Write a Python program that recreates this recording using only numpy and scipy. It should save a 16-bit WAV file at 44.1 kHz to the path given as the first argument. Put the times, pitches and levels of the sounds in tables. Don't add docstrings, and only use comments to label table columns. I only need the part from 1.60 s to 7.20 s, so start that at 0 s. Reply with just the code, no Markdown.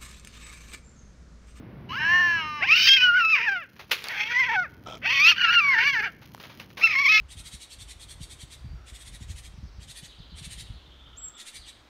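import sys
import numpy as np
from scipy import signal
from scipy.fft import rfft, irfft, next_fast_len
from scipy.io import wavfile
from scipy.ndimage import uniform_filter1d

SR = 44100
rng = np.random.default_rng(int(sys.argv[2]) if len(sys.argv) > 2 else 0)


def master(y):
    cut = np.clip(np.atleast_2d(y).T, -1, 1)
    pcm = np.round(cut * 32767)
    wavfile.write(sys.argv[1], SR, pcm.astype(np.int16))


N = 246959

# (frequency [Hz], relative level [dB])
NIGHT_COLOUR = [(25, -24), (55, -1), (125, 4), (270, -2), (700, -17), (2200, -24.5), (5900, -46),
                (7700, -74.5), (10600, -49)]
GRIT_COLOUR = [(240, -26), (400, -4), (2400, -1), (4300, -7.5), (6500, -16.5), (7900, -45), (9800, -24.5),
               (15000, -22)]
HOWL_THROAT_COLOUR = [(350, -67), (720, -11.5), (1050, 5), (1400, -3), (2200, 1), (2850, 1.5),
                      (3400, -24.5), (6100, -25), (7300, -54.5), (8600, -49.5), (10700, -44),
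                      (15000, -35.5)]
YOWL_THROAT_COLOUR = [(400, -7), (800, -22.5), (1200, -4), (1700, 1), (2500, 8.5), (3200, -5), (4000, -18),
                      (6000, -23), (7000, -44.5), (8200, -56), (10500, -47.5), (14000, -44)]
YOWL_TREBLE_COLOUR = [(3700, -2), (5000, 1), (6300, -1.5), (8000, -6.5), (15000, 0.5)]
SPIT_COLOUR = [(200, -29), (450, -3), (690, -14.5), (1430, -2.5), (2560, 2.5), (4400, -5), (6800, -16),
               (8200, -31.5), (10400, -19)]
# (time [s], level [dB])
NIGHT_LEVELS = [(0, -43.5), (0.597, -44), (2.059, -58), (3.228, -49.5), (5.6, -52.5)]
# (time [s], crunch strength [factor])
FOOTWORK = [(.3, 0.055), (1.2, 0.4), (4.6, 0.64), (4.9, 1.44), (5.2, 0.26)]
# (time [s], pitch [Hz], level [dB], mouth resonance [Hz])
HOWL_PATH = [(.285, 155.3, -46.5, 925), (.31, 170.5, -34, 1026), (.39, 294.6, -29, 1710),
             (.455, 325.8, -23, 1710), (.548, 361.6, -17, 1847), (.75, 339, -23.5, 1635),
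             (.84, 308, -32, 1373), (.99, 296.3, -34.5, 1054), (1.07, 252.4, -38.5, 825)]
# (time [s], pitch [Hz], level [dB])
YOWL_PATHS = [
    [(1.0, 487, -37), (1.026, 664.6, -24.5), (1.07, 989, -26.5), (1.112, 1252, -15), (1.162, 1467, -17),
     (1.25, 1533, -20.5), (1.3, 1600, -12), (1.356, 1608, -13), (1.394, 1514, -22), (1.45, 1486, -15),
     (1.524, 1395, -20), (1.572, 1517, -17), (1.642, 1288, -24), (1.722, 1318, -21), (1.802, 893, -25.5),
     (1.85, 989, -27.5), (1.89, 816, -23.5), (1.94, 769, -25.5), (2.012, 647, -38), (2.06, 463, -48.5)],
    [(2.48, 787, -39), (2.51, 1015, -30.5), (2.552, 783, -33.5), (2.566, 822, -33), (2.62, 836, -26.5),
     (2.668, 876, -33.5), (2.724, 973, -28.5), (2.76, 975, -23), (2.81, 1051, -18), (2.84, 955, -24.5),
     (2.87, 1057, -28.5), (2.9, 886, -21), (2.928, 965, -24.5), (2.966, 762, -22.5), (3.03, 706, -26.5),
     (3.058, 564, -36), (3.08, 433, -51)],
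    [(3.415, 404.5, -43.5), (3.455, 756, -24.5), (3.471, 896, -24.5), (3.519, 1048, -21),
     (3.537, 1130, -21.5), (3.587, 1090, -21.5), (3.615, 1174, -15.5), (3.705, 1429, -15.5),
     (3.727, 1260, -24.5), (3.755, 1183, -46)],
    [(3.755, 1275, -37.5), (3.775, 1500, -28.5), (3.851, 1397, -17), (3.867, 1317, -25.5),
     (3.897, 1334, -17.5), (3.917, 1446, -21), (3.995, 1364, -15.5), (4.015, 1181, -24),
     (4.129, 1062, -18.5), (4.157, 895, -21.5), (4.197, 891, -19), (4.249, 1091, -23), (4.277, 1150, -18.5),
     (4.329, 1095, -25), (4.361, 910, -23.5), (4.419, 820, -24.5), (4.445, 942, -23.5), (4.481, 693, -30.5),
     (4.51, 673.6, -54)],
    [(5.205, 1102, -32), (5.227, 1293, -26), (5.243, 1360, -10), (5.285, 1298, -26), (5.321, 1223, -26),
     (5.353, 1054, -23), (5.419, 1131, -21), (5.459, 1092, -15.5), (5.473, 1087, -21), (5.497, 1270, -14.5),
     (5.519, 1288, -14), (5.6, 1292, -19)],
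]
# (widest gape [s], half length [s], treble and breath lift [dB],
#  ring time [s], half length [s], fundamental lift [dB], mouth resonance for the whole yowl [dB])
YOWL_GESTURES = [(1.249, 0.079, 15, 1.54, .11, 32, 14), (2.64, 0.11, 7.5, 2.93, .06, 14.5, 32),
                 (3.629, 0.36, 6.5, 3.75, 0.022, 7, 1.5), (4.31, 0.091, 5, 3.92, 0.17, 13.5, 19),
                 (5.56, 0.33, 5.5, 5.41, 0.026, 6, 5)]
# (start [s], end [s], rasp compared with clear tone [dB])
CLEAR_SPELLS = [(0.995, 1.16, -4.5), (1.292, 1.366, -10.5), (1.424, 1.546, -13), (1.554, 1.595, 3),
                (1.611, 1.753, -14), (1.865, 2.082, -16), (2.745, 2.841, -11.5), (2.88, 2.915, -5.5),
                (2.965, 3.1, -31), (3.591, 3.664, -11.5), (3.66, 3.724, -3.5), (3.833, 3.842, -16.5),
                (3.875, 3.93, 0), (3.95, 4.122, -13.5), (4.118, 4.201, -5), (4.254, 4.432, -4.5),
                (5.238, 5.265, -24.5), (5.356, 5.516, -12.5), (5.507, 5.584, -1)]
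# (start [s], end [s], beats in a group [count], locked share [0-1])
LOCKED_BEATS = [(1.252, 1.541, 3, 0.56), (1.717, 1.989, 2, 0.45), (2.5, 2.973, 2, 0.51),
                (3.451, 3.723, 4, 0.63), (4.212, 4.479, 2, 0.63), (5.495, 5.596, 3, 0.9)]
# (time [s], half length [s], lift [dB])
EFFORT_SURGES = [(1.74, 0.01, 5), (2.612, .014, 4.5), (2.762, 0.014, 1.5), (3.689, 0.021, 1.5)]
# (time [s], level [dB], time to die away [s])
PAW_SCUFFS = [(2.162, -51.5, 0.097), (2.192, -40, 0.19), (2.292, -50, 0.32), (2.44, -37.5, 0.93),
              (4.618, -49, 0.2), (4.798, -43, 0.16), (4.835, -41.5, 0.19), (4.894, -46.5, 0.32),
              (4.996, -40.5, 0.18), (5.102, -48.5, 0.061), (5.17, -37, 0.72)]
# (time [s], peak level [dB], ring [Hz])
STONE_TICKS = [(2.441, -22.5, 3750), (2.485, -19.5, 4470), (4.748, -27.5, 887), (4.779, -38.5, 1280),
               (5, -32, 2640)]
# (frequency [Hz], half width [Hz], gain [dB])
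RATTLE_RESONANCES = [(583, 320, -2), (1310, 47, 7), (2400, 540, -8), (3150, 225, -2), (5230, 760, -14)]

TREBLE_HZ, TOP_HZ = 3700, 15750


def amp(db):
    return 10 ** (np.asarray(db) / 20)


def evened(x):
    return x / np.sqrt(np.mean(x ** 2) + 1e-20)


def steadied(x, size=600):
    return x / np.sqrt(abs(uniform_filter1d(uniform_filter1d(x ** 2, size), size)) + 1e-14)


def add(mix, start_s, sound):
    part = mix[max(round(start_s * SR), 0):][:len(sound)]
    part += sound[:len(part)]


def curves(rows):
    times, *columns = np.transpose(rows)
    t = np.arange(times[0], times[-1], 1 / SR)
    return t, *[np.interp(t, times, column) for column in columns]


def swell(t, centre, half):
    return np.exp(-((t - centre) / half) ** 2)


def filtered(x, gain):
    size = next_fast_len(len(x) + 2048)
    return irfft(rfft(x, size) * gain(np.fft.rfftfreq(size, 1 / SR)), size)[:len(x)]


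def colour(x, spectrum):
    hz, db = np.transpose(spectrum)
    return filtered(x, lambda f: amp(np.interp(np.log(f + 1), np.log(hz), db)))


def wander(n, hz):
    return evened(filtered(rng.standard_normal(n), lambda f: 1 / (1 + (f / hz) ** 4)))


def resonate(x, hz, width):
    turn = np.exp(2j * np.pi * np.cumsum(hz * np.ones(len(x))) / SR)
    decay = np.exp(-np.pi * width / SR)
    return 2 * (turn * signal.lfilter([1 - decay], [1, -decay], x / turn)).real


def resonate_twice(x, hz, width):
    return resonate(resonate(x, hz, width), hz, width)


def split_treble(x):
    body = filtered(x, lambda f: 1 / (1 + (f / TREBLE_HZ) ** 20))
    return body, x - body


def smeared(x, echo_db=-5, fade_s=0.0019):
    fade = np.exp(-np.arange(400) / SR / fade_s)
    echoes = rng.standard_normal(len(fade)) * fade * (1 - fade)
    return x + amp(echo_db) * signal.fftconvolve(x, echoes / np.linalg.norm(echoes))[:len(x)]


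def night():
    level_db = np.interp(np.arange(N) / SR, *np.transpose(NIGHT_LEVELS))
    return amp(level_db) * evened(colour(rng.standard_normal(N), NIGHT_COLOUR))


def crunch(base_db=-58, grains_per_s=400):
    grains = rng.standard_normal(N) * (rng.random(N) < grains_per_s / SR)
    grains *= amp(3.7 * np.minimum(rng.exponential(1, N), 3))
    clicks = colour(np.diff(grains, prepend=0), GRIT_COLOUR)
    moving = np.interp(np.arange(N) / SR, *np.transpose(FOOTWORK))
    return amp(base_db) * moving * evened(smeared(clicks))


def overtones(cycles, pitch, lag=.11):
    return evened(sum(np.cos(2 * np.pi * k * cycles - lag * k * k) * (k * pitch < TOP_HZ)
                      for k in range(2, 44) if k * pitch.min() < TOP_HZ))


def howl(break_s=0.398, break_takes_s=0.028, upper_hz=(4400, 5700), breath_db=-18):
    t, pitch, level_db, mouth_hz = curves(HOWL_PATH)
    n = len(t)
    quieter_db = level_db.max() - level_db
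    rough = np.linspace(.4, 0.033, n)
    jitter = (0.003 + 0.02 * rough) * wander(n, 60)
    cycles = np.cumsum(pitch * (1 + jitter)) / SR
    slipped = np.clip(.5 + (t - break_s) / break_takes_s, 0, 1)
    folds = (1 - slipped) * overtones(2 * cycles, 2 * pitch) + slipped * overtones(cycles, pitch)
    folds *= 1 + 0.59 * rough * wander(n, 180)
    limp = 1 + 0.23 * amp(-quieter_db / 2) * np.cos(np.pi * cycles)
    buzz = smeared(folds * limp, echo_db=-2.5) + amp(breath_db) * rng.standard_normal(n)
    mouth = amp(22 - 0.4 * quieter_db) * resonate_twice(folds, mouth_hz, width=230)
    upper = sum(resonate(buzz, hz * np.sqrt(pitch / pitch.max()), width=300) for hz in upper_hz)
    body, treble = split_treble(colour(buzz + mouth + amp(14) * upper, HOWL_THROAT_COLOUR))
    voice = steadied(body) + amp(-27 + 0.54 * quieter_db) * steadied(treble)
    return t[0], amp(level_db) * voice * signal.windows.tukey(n, .03)


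def hoarseness(t, usual_rasp_db=6.5, switch_s=0.024):
    clearing_db = sum((db - usual_rasp_db) * np.clip(.5 + np.minimum(t - start, end - t) / switch_s, 0, 1)
                      for start, end, db in CLEAR_SPELLS)
    rasp = amp(usual_rasp_db + clearing_db)
    return 1 / np.hypot(1, rasp), rasp / np.hypot(1, rasp)


def yowl_cycles(t, pitch, rough, tremble_s=5.453, tremble_hz=25.9):
    tremble = 0.04 * swell(t, tremble_s, 0.048) * np.cos(2 * np.pi * tremble_hz * (t - tremble_s))
    wobble = 0.0053 * wander(len(t), 35)
    jitter = (0.0045 + 0.006 * rough) * wander(len(t), 100)
    return np.cumsum(pitch * (1 + tremble + wobble + jitter)) / SR


def unevenness(t, cycles):
    stray_cycles = np.cumsum(np.gradient(cycles) * (.36 + 0.1 * wander(len(t), 70)))
    strength = evened(np.cos(2 * np.pi * stray_cycles) + 0.93 * wander(len(t), 210))
    for start, end, beats, share in LOCKED_BEATS:
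        pattern = evened(sum(np.cos(2 * np.pi * k * cycles / beats) / k
                             for k in range(1, beats // 2 + 1)))
        locked = share * np.clip(np.minimum(t - start, end - t) / 0.034, 0, 1)
        strength = (1 - locked) * strength + locked * pattern
    return steadied(strength)


def yowl(path, gesture, open_mouth_hz=2810, breath_db=-22, flutter_db=2.0, waver_db=2.07):
    t, pitch, level_db = curves(path)
    gape_s, gape_half, gape_db, ring_s, ring_half, ring_db, focus_db = gesture
    n = len(t)
    clear, rough = hoarseness(t)
    cycles = yowl_cycles(t, pitch, rough)
    gape = swell(t, gape_s, gape_half)
    closed = np.clip((t - gape_s) / (2 * gape_half), 0, 1)
    ahead_hz = np.minimum(np.interp(t + 0.031, t, pitch), 1200)
    mouth_hz = np.clip(np.maximum(2 * np.maximum(pitch, ahead_hz), open_mouth_hz * gape), 1450, 3300)
    octaves = np.log2(pitch / 1000)
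    low_gain = amp(-17 + 0.5 * octaves + ring_db * swell(t, ring_s, ring_half))
    treble_gain = amp(-24 + gape_db * gape - 0.5 * closed + 4 * rough + 9 * octaves)
    folds = overtones(cycles, pitch, lag=.4)
    fundamental = np.sqrt(2) * np.cos(2 * np.pi * cycles)
    ringing = amp(focus_db) * resonate_twice(folds, mouth_hz, width=450)
    tone, tone_top = split_treble(colour(smeared(folds) + ringing, YOWL_THROAT_COLOUR))
    breath = amp(breath_db + gape_db * gape) * rng.standard_normal(n)
    uneven = (folds + (0.17 + 0.48 * low_gain) * fundamental) * unevenness(t, cycles)
    broken = smeared(uneven, echo_db=11.5) + breath
    rasp_ringing = amp(6) * resonate(broken, mouth_hz * (1 + 0.17 * wander(n, 37)), width=460)
    rasp, rasp_top = split_treble(colour(broken + rasp_ringing, YOWL_THROAT_COLOUR))
    treble = steadied(tone_top) + (0.47 + 2 * rough) * steadied(rasp_top)
    treble = steadied(colour(treble, YOWL_TREBLE_COLOUR), size=200)
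    harsh = rough * steadied(rasp, size=150) + treble_gain * treble
    flutter = evened(amp(flutter_db * wander(n, 56)))
    voice = low_gain * fundamental + clear * steadied(tone) + flutter * harsh
    level_db += waver_db * clear * wander(n, 25)
    level_db += sum(db * swell(t, s, half) for s, half, db in EFFORT_SURGES)
    fade_in = np.clip((t - t[0]) / 0.0082, 0, 1)
    return t[0], amp(level_db) * steadied(voice, size=1000) * fade_in


def puff(spectrum, rise_s, fade_s, grain_db):
    t = np.arange(SR // 2) / SR
    noise = rng.standard_normal(len(t)) * amp(grain_db * wander(len(t), 460))
    shape = np.minimum(t / rise_s, 1) * amp(-60 * np.maximum(t - rise_s, 0) / fade_s)
    return steadied(colour(noise, spectrum), size=1200) * shape


def scuffs():
    mix = np.zeros(N)
    for start_s, db, fade_s in PAW_SCUFFS:
        add(mix, start_s, amp(db) * puff(GRIT_COLOUR, rise_s=0.0026, fade_s=fade_s, grain_db=2.5))
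    return mix


def spit(start_s=2.309):
    hiss = amp(-18) * puff(SPIT_COLOUR, rise_s=0.0094, fade_s=0.11, grain_db=0.5)
    tail = amp(-35) * puff(SPIT_COLOUR, rise_s=0.01, fade_s=0.7, grain_db=5)
    return start_s, hiss + tail


def ticks():
    mix, t = np.zeros(N), np.arange(2000) / SR
    for start_s, db, hz in STONE_TICKS:
        crack = rng.standard_normal(len(t)) * np.exp(-t / 0.00081)
        tick = resonate(crack, hz, width=420) + 0.023 * crack
        add(mix, start_s, amp(db) * tick / abs(tick).max())
    return mix


def rattle(start_s=3.258, end_s=3.385, rate_hz=78, dull_above_hz=7000, fade_db_per_s=22):
    t = np.arange(0, end_s - start_s, 1 / SR)
    edges = np.clip(np.minimum(t / 0.009, (t[-1] - t) / .02), 0, 1)
    cycles = np.cumsum(rate_hz * (1 + 0.28 * wander(len(t), 41))) / SR
    puffs = rng.standard_normal(len(t)) * np.exp(-(cycles % 1) / 0.39)
    puffs = filtered(puffs, lambda f: 1 / np.sqrt(1 + (f / dull_above_hz) ** 4))
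    snore = sum(amp(db) * resonate_twice(puffs, hz, 2 * half) for hz, half, db in RATTLE_RESONANCES)
    return start_s, amp(-40 - fade_db_per_s * t) * edges * evened(snore)


def yard(x, echo_db=-24, fade_s=0.6, echoes_per_s=2000):
    t = np.arange(SR // 2) / SR
    echoes = rng.standard_normal(len(t)) * (rng.random(len(t)) < echoes_per_s / SR)
    echoes *= (t > .006) * amp(-60 * t / fade_s)
    return x + amp(echo_db) * signal.fftconvolve(x, echoes / np.linalg.norm(echoes))[:N]


def scene():
    cats = scuffs() + ticks() + crunch()
    for start_s, sound in [howl(), spit(), rattle()]:
        add(cats, start_s, sound)
    for path, gesture in zip(YOWL_PATHS, YOWL_GESTURES):
        add(cats, *yowl(path, gesture))
    return (yard(cats) + night())[None]


def record(dry, ceiling_db=-11):
    level = np.sqrt(abs(uniform_filter1d(dry ** 2, size=200)))
    limited = dry / uniform_filter1d(np.maximum(level / amp(ceiling_db), 1), size=200)
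    treble_cut = signal.firwin(511, TOP_HZ, window=("kaiser", 9), fs=SR)
    return signal.oaconvolve(limited, treble_cut[None], "same")


dry = scene()
out = record(dry)
master(out)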